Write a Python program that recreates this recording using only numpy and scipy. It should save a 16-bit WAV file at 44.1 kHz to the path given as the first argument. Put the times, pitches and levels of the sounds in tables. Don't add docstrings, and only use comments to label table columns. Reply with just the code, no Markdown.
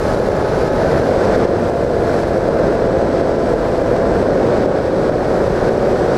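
import sys
import numpy as np
from scipy import signal
from scipy.fft import rfft, irfft, next_fast_len
from scipy.io import wavfile
from scipy.ndimage import uniform_filter1d

SR = 44100
rng = np.random.default_rng(int(sys.argv[2]) if len(sys.argv) > 2 else 0)


def persist_wave(psi):
    counts = np.round(np.clip(psi, -1, 1) * 32767).astype(np.int16)
    wavfile.write(sys.argv[1], SR, np.atleast_2d(counts).T)


def volts(x):
    e = np.asarray(x, float) / 20
    return 10 ** e


N = 272097


# t/s, gustiness level/dB, airspeed as seam noise level/dB
AIRFLOW = [(0, 0, 5.5), (.3, 0, 1), (.7, -0.3, .5), (.95, 2.5, 1), (1.15, -0.1, -2), (1.45, 3, -1.5),
           (1.7, 0, 0.5), (2.2, 1.2, 0.5), (2.65, 4, 0), (2.9, 0.5, -3), (3.2, -2, -5), (3.5, 1.3, 0),
           (3.8, 1.1, -0.5), (4.1, 2.5, -2), (4.6, 0.5, -3.5), (5.3, 1.4, 0), (5.9, 1.5, -1),
           (6.17, -1.5, -2.5)]
# f/Hz, level per Hz/dB
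CAVITY_ROAR = [(12, -43), (20, -11), (71, -7), (290, -6), (400, -2.5), (520, 0), (600, -3), (700, -9),
               (800, -12), (1170, -20), (1540, -19), (2800, -42), (3640, -51)]
# f/Hz, level per Hz/dB
SEAM_HISS = [(1400, -10.5), (2400, -2), (2800, -7), (4200, -3.5), (5100, -5), (6200, -9.5), (6900, -13.5),
             (7400, -13.5), (8300, -18), (9700, -18), (11400, -22.5), (12000, -26.5), (14200, -27),
             (15300, -31)]


def airflow():
    gusts_db, sizzle_db = in_time(AIRFLOW)
    rumble_db = 0.72 + 0.7 * gusts_db
    roar_db = 0.58 * gusts_db
    hiss_db = .1 * sizzle_db
    eddies_db = .3 * drift(40) + 1.15 * drift(220)
    cavity = turbulence(CAVITY_ROAR, shared_db=1.24 * eddies_db, own_db=0.24, own_rate=21)
    seams = turbulence(SEAM_HISS, shared_db=0.52 * eddies_db, own_db=0.37, own_rate=13)
    rumble, roar = split(cavity, 240)
    hiss, sizzle = split(seams, 8100)

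    flank, roar = split(roar, 470)
    roar = roar + volts(-.9 * sizzle_db) * flank
    roar, rush = split(roar, 850)
    gust_db = -.5 * uniform_filter1d(gain_control(), size=500)
    low = volts(gust_db) * (volts(rumble_db) * rumble + volts(roar_db) * roar)
    low = low + volts(roar_db) * rush
    high = volts(hiss_db) * hiss + volts(sizzle_db) * sizzle
    return volts(-15.5) * lulls() * low + volts(-40) * high


def lulls():
    lull_db, lull_s = -5, .006
    dip = np.hanning(int(2 * lull_s * SR))
    marks = np.zeros(N)
    marks[((jolts()[:, 0] - lull_s / 2) * SR).astype(int)] = 1
    return volts(lull_db * signal.fftconvolve(marks, dip, "same"))


def buffets():
    cavity_hz, cavity_t60_s = 540, .009

    def swell(x):
        return resonate(resonate(x, cavity_hz, cavity_t60_s), cavity_hz, cavity_t60_s)

    height = np.abs(swell(np.eye(1, 2000)[0])).max()
    return volts(-3.5) * swell(clicks(jolts())) / height


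# t/s, peak level/dB
LIGHT_BUFFETS = [(.199, -5), (.424, -6), (.493, -6), (.633, -4), (.846, -5), (1.089, -6), (1.161, -4),
                 (1.253, -5), (2.2, -4), (2.306, -4), (3.361, -8), (3.683, -3), (3.783, -7), (4.083, -4),
                 (4.285, -2.5), (4.343, -5), (4.474, -3.5), (4.632, -6), (5.17, -6), (5.389, -4.5),
                 (5.734, -6), (5.778, -4), (5.93, -4), (5.997, -5), (6.06, -4.5)]


def jolts():
    s, _, step_db = steps()
    strong = np.c_[s - .0016, -4.7 + .44 * step_db][1:]
    light = np.array(LIGHT_BUFFETS) + [.001, 0]
    return np.r_[strong, light]


# t/s, gain level just after/dB
STRONG_BUFFETS = [(0.0, -0.2), (0.146, -0.9), (0.288, -1.2), (0.68, 0), (0.998, 1), (1.362, 1.4),
                  (1.453, -3.5), (1.698, -4), (1.848, -4), (1.967, -1.8), (2.234, -1.6), (2.382, -2.5),
                  (2.489, -3), (2.681, -1.3), (2.753, -2.4), (2.871, -2.5), (3.028, -1.5), (3.213, -1.5),
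                  (3.316, -2.5), (3.538, -3), (3.818, -1.5), (3.984, -1.5), (4.228, -1.5), (4.585, 0.5),
                  (4.661, -3), (4.788, -2), (4.881, -3.0), (5.095, -3.5), (5.48, -1.4), (5.693, -1.5)]


def steps():
    s, after_db = np.transpose(STRONG_BUFFETS)
    before_db = after_db[:-1] + climb(np.diff(s))
    return s, after_db, np.r_[0, before_db - after_db[1:]]


# t/s, shaft speed f/Hz, level of odd orders against even/dB
THROTTLE = [(0, 212.5, -5), (.76, 212.5, -5), (.93, 220.3, -1), (1.03, 220.5, -2), (1.22, 172.5, -8),
            (1.6, 170.8, -10), (2.72, 169.6, -9), (2.86, 167.6, -7), (4.12, 167.7, -7), (4.36, 185, -4),
            (6.17, 185.3, -4)]
# f/Hz, rms level/dB
AIRFRAME_TONES = [(160, -38), (340, -30), (370, -27.5), (430, -35), (675, -27), (745, -34), (850, -35),
                  (1010, -44), (1120, -42), (1280, -39), (1350, -45), (1690, -45), (2020, -50), (2400, -61),
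                  (3020, -61), (4000, -66)]


def motor():
    shaft_hz, odd_db = in_time(THROTTLE)
    change = uniform_filter1d(np.abs(np.gradient(shaft_hz)) * SR, size=int(.1 * SR))
    prop_db = .5 - 6 * np.tanh((change / 90) ** 2)
    whistle_db = -58.5 + np.interp(shaft_hz, (188, 215), [0, -11])
    whistle = np.sin(2 * np.pi * 8007.5 * np.arange(N) / SR)
    out = volts(whistle_db + .5 * drift(12)) * whistle

    speed = shaft_hz * (1 + 0.00091 * drift(4.36))
    turn = 2 * np.pi * np.cumsum(speed) / SR
    for order in range(1, 21):
        level_db = at_hz(AIRFRAME_TONES, order * speed) + prop_db + odd_db * (order % 2) + .8 * drift(3)
        out += volts(level_db) * np.sin(order * turn + rng.uniform(0, 2 * np.pi))
    return np.sqrt(2) * out


# t/s, peak level/dB
AIRFRAME_TICKS = [
    (0.9931, -43),
    (1.3828, -32),
    (1.5085, -38),
    (2.2253, -47),
    (2.2847, -33),
    (3.9245, -35),
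    (5.231, -41),
]


def ticks():
    hits = clicks(np.array(AIRFRAME_TICKS))
    return volts(-3) * (resonate(hits, 9000, .003) + resonate(hits, 10800, .0025))


def turbulence(spectrum, shared_db, own_db, own_rate):
    lowest_hz, highest_hz = spectrum[0][0], spectrum[-1][0]
    size = next_fast_len(N)
    hz = np.arange(1, size // 2 + 2) * SR / size
    coloured = rfft(rng.standard_normal(size)) * volts(at_hz(spectrum, hz))
    half_octave = 2 * np.log2(hz / lowest_hz)
    out = np.zeros(N)
    for k in range(int(2 * np.log2(highest_hz / lowest_hz)) + 2):
        band = irfft(coloured * np.clip(1 - np.abs(half_octave - k), 0, 1), size)[:N]
        in_step = min(lowest_hz * 2 ** (k / 2) / 1600, 1)
        out += band * volts(in_step * shared_db + own_db * drift(own_rate))
    return rms_one(out)


def drift(rate):
    r = np.exp(-40 * np.pi * rate / SR)
    slow = signal.lfilter([1], [1, -2 * r, r * r], rng.standard_normal(N // 20 + 2002))[2000:]
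    return np.interp(np.arange(N) / 20, np.arange(len(slow)), rms_one(slow))


def resonate(x, hz, t60):
    r, w = volts(-60 / (t60 * SR)), 2 * np.pi * hz / SR
    return signal.lfilter([0, np.sin(w)], [1, -2 * r * np.cos(w), r * r], x)


def clicks(events):
    out = np.full(N, 1e-18)
    at = np.clip((events[:, 0] * SR).astype(int), 0, N - 1)
    out[at] = volts(events[:, 1]) * np.sign(rng.standard_normal(len(at)))
    return out


def split(x, hz):
    low = signal.sosfiltfilt(signal.butter(2, hz, fs=SR, output="sos"), x)
    return low, x - low


def rms_one(x):
    return x / np.sqrt(np.mean(x ** 2) + 1e-20)


def in_time(rows):
    s, *columns = np.transpose(rows)
    return [np.interp(np.arange(N) / SR, s, c) for c in columns]


def at_hz(points, hz):
    f, level_db = np.transpose(points)
    return np.interp(np.log(hz), np.log(f), level_db)


def gain_control():
    lag_s, attack_s = .003, .0015
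    overshoot, settle_s = .15, .025
    dent_db, dent_s = -1.6, 0.098
    s, after_db, step_db = steps()
    t = np.maximum(np.arange(N) / SR - lag_s, 0)
    last = np.searchsorted(s, t, "right") - 1
    since = t - s[last]
    gain_db = after_db[last] + climb(since) - overshoot * step_db[last] * np.exp(-since / settle_s)

    dents = np.zeros(N)
    dents[((np.array(LIGHT_BUFFETS)[:, 0] + lag_s) * SR).astype(int)] = dent_db
    gain_db = gain_db + signal.lfilter([1], [1, -np.exp(-1 / (dent_s * SR))], dents + 1e-18)
    r = np.exp(-1 / (attack_s * SR))
    return signal.lfilter([1 - r], [1, -r], gain_db - gain_db[0]) + gain_db[0]


def climb(since):
    rate_db_per_s, slowing_s = 24, 0.26
    return rate_db_per_s * slowing_s * (1 - np.exp(-since / slowing_s))


def level_swells(x):
    threshold_db, squeeze, detector_s = -14, .35, .006
    r = np.exp(-1 / (detector_s * SR))
    level_db = 10 * np.log10(signal.lfilter([1 - r], [1, -r], x ** 2) + 1e-12)
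    excess_db = np.maximum(level_db - threshold_db, 0)
    return x * volts(-squeeze * uniform_filter1d(excess_db, size=90))


TOP_EDGES = 14960, 15120, 15285


def band_limit(x, gain_db):
    hz, spectrum = np.fft.rfftfreq(N, 1 / SR), rfft(x)
    out = irfft(spectrum * (hz <= TOP_EDGES[0]), N)
    chance = .25 * gain_db + drift(22)
    for low, high, bar in zip(TOP_EDGES, TOP_EDGES[1:], (-.5, .8)):
        passes = uniform_filter1d(1. * (chance > bar), size=500)
        out += passes * irfft(spectrum * (hz > low) * (hz <= high), N)
    return out


def scene():
    return (airflow() + buffets() + motor() + ticks())[None]


def roll_off(x):
    return signal.sosfilt(signal.butter(12, 15870, fs=SR, output="sos"), x)


def record(dry):
    gain_db = gain_control()
    x = level_swells(dry * volts(gain_db))
    x = x / (1 + np.abs(x / .82) ** 8) ** (1 / 8) - .0027
    return roll_off(band_limit(x, gain_db))


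dry = scene()
out = record(dry)
persist_wave(out)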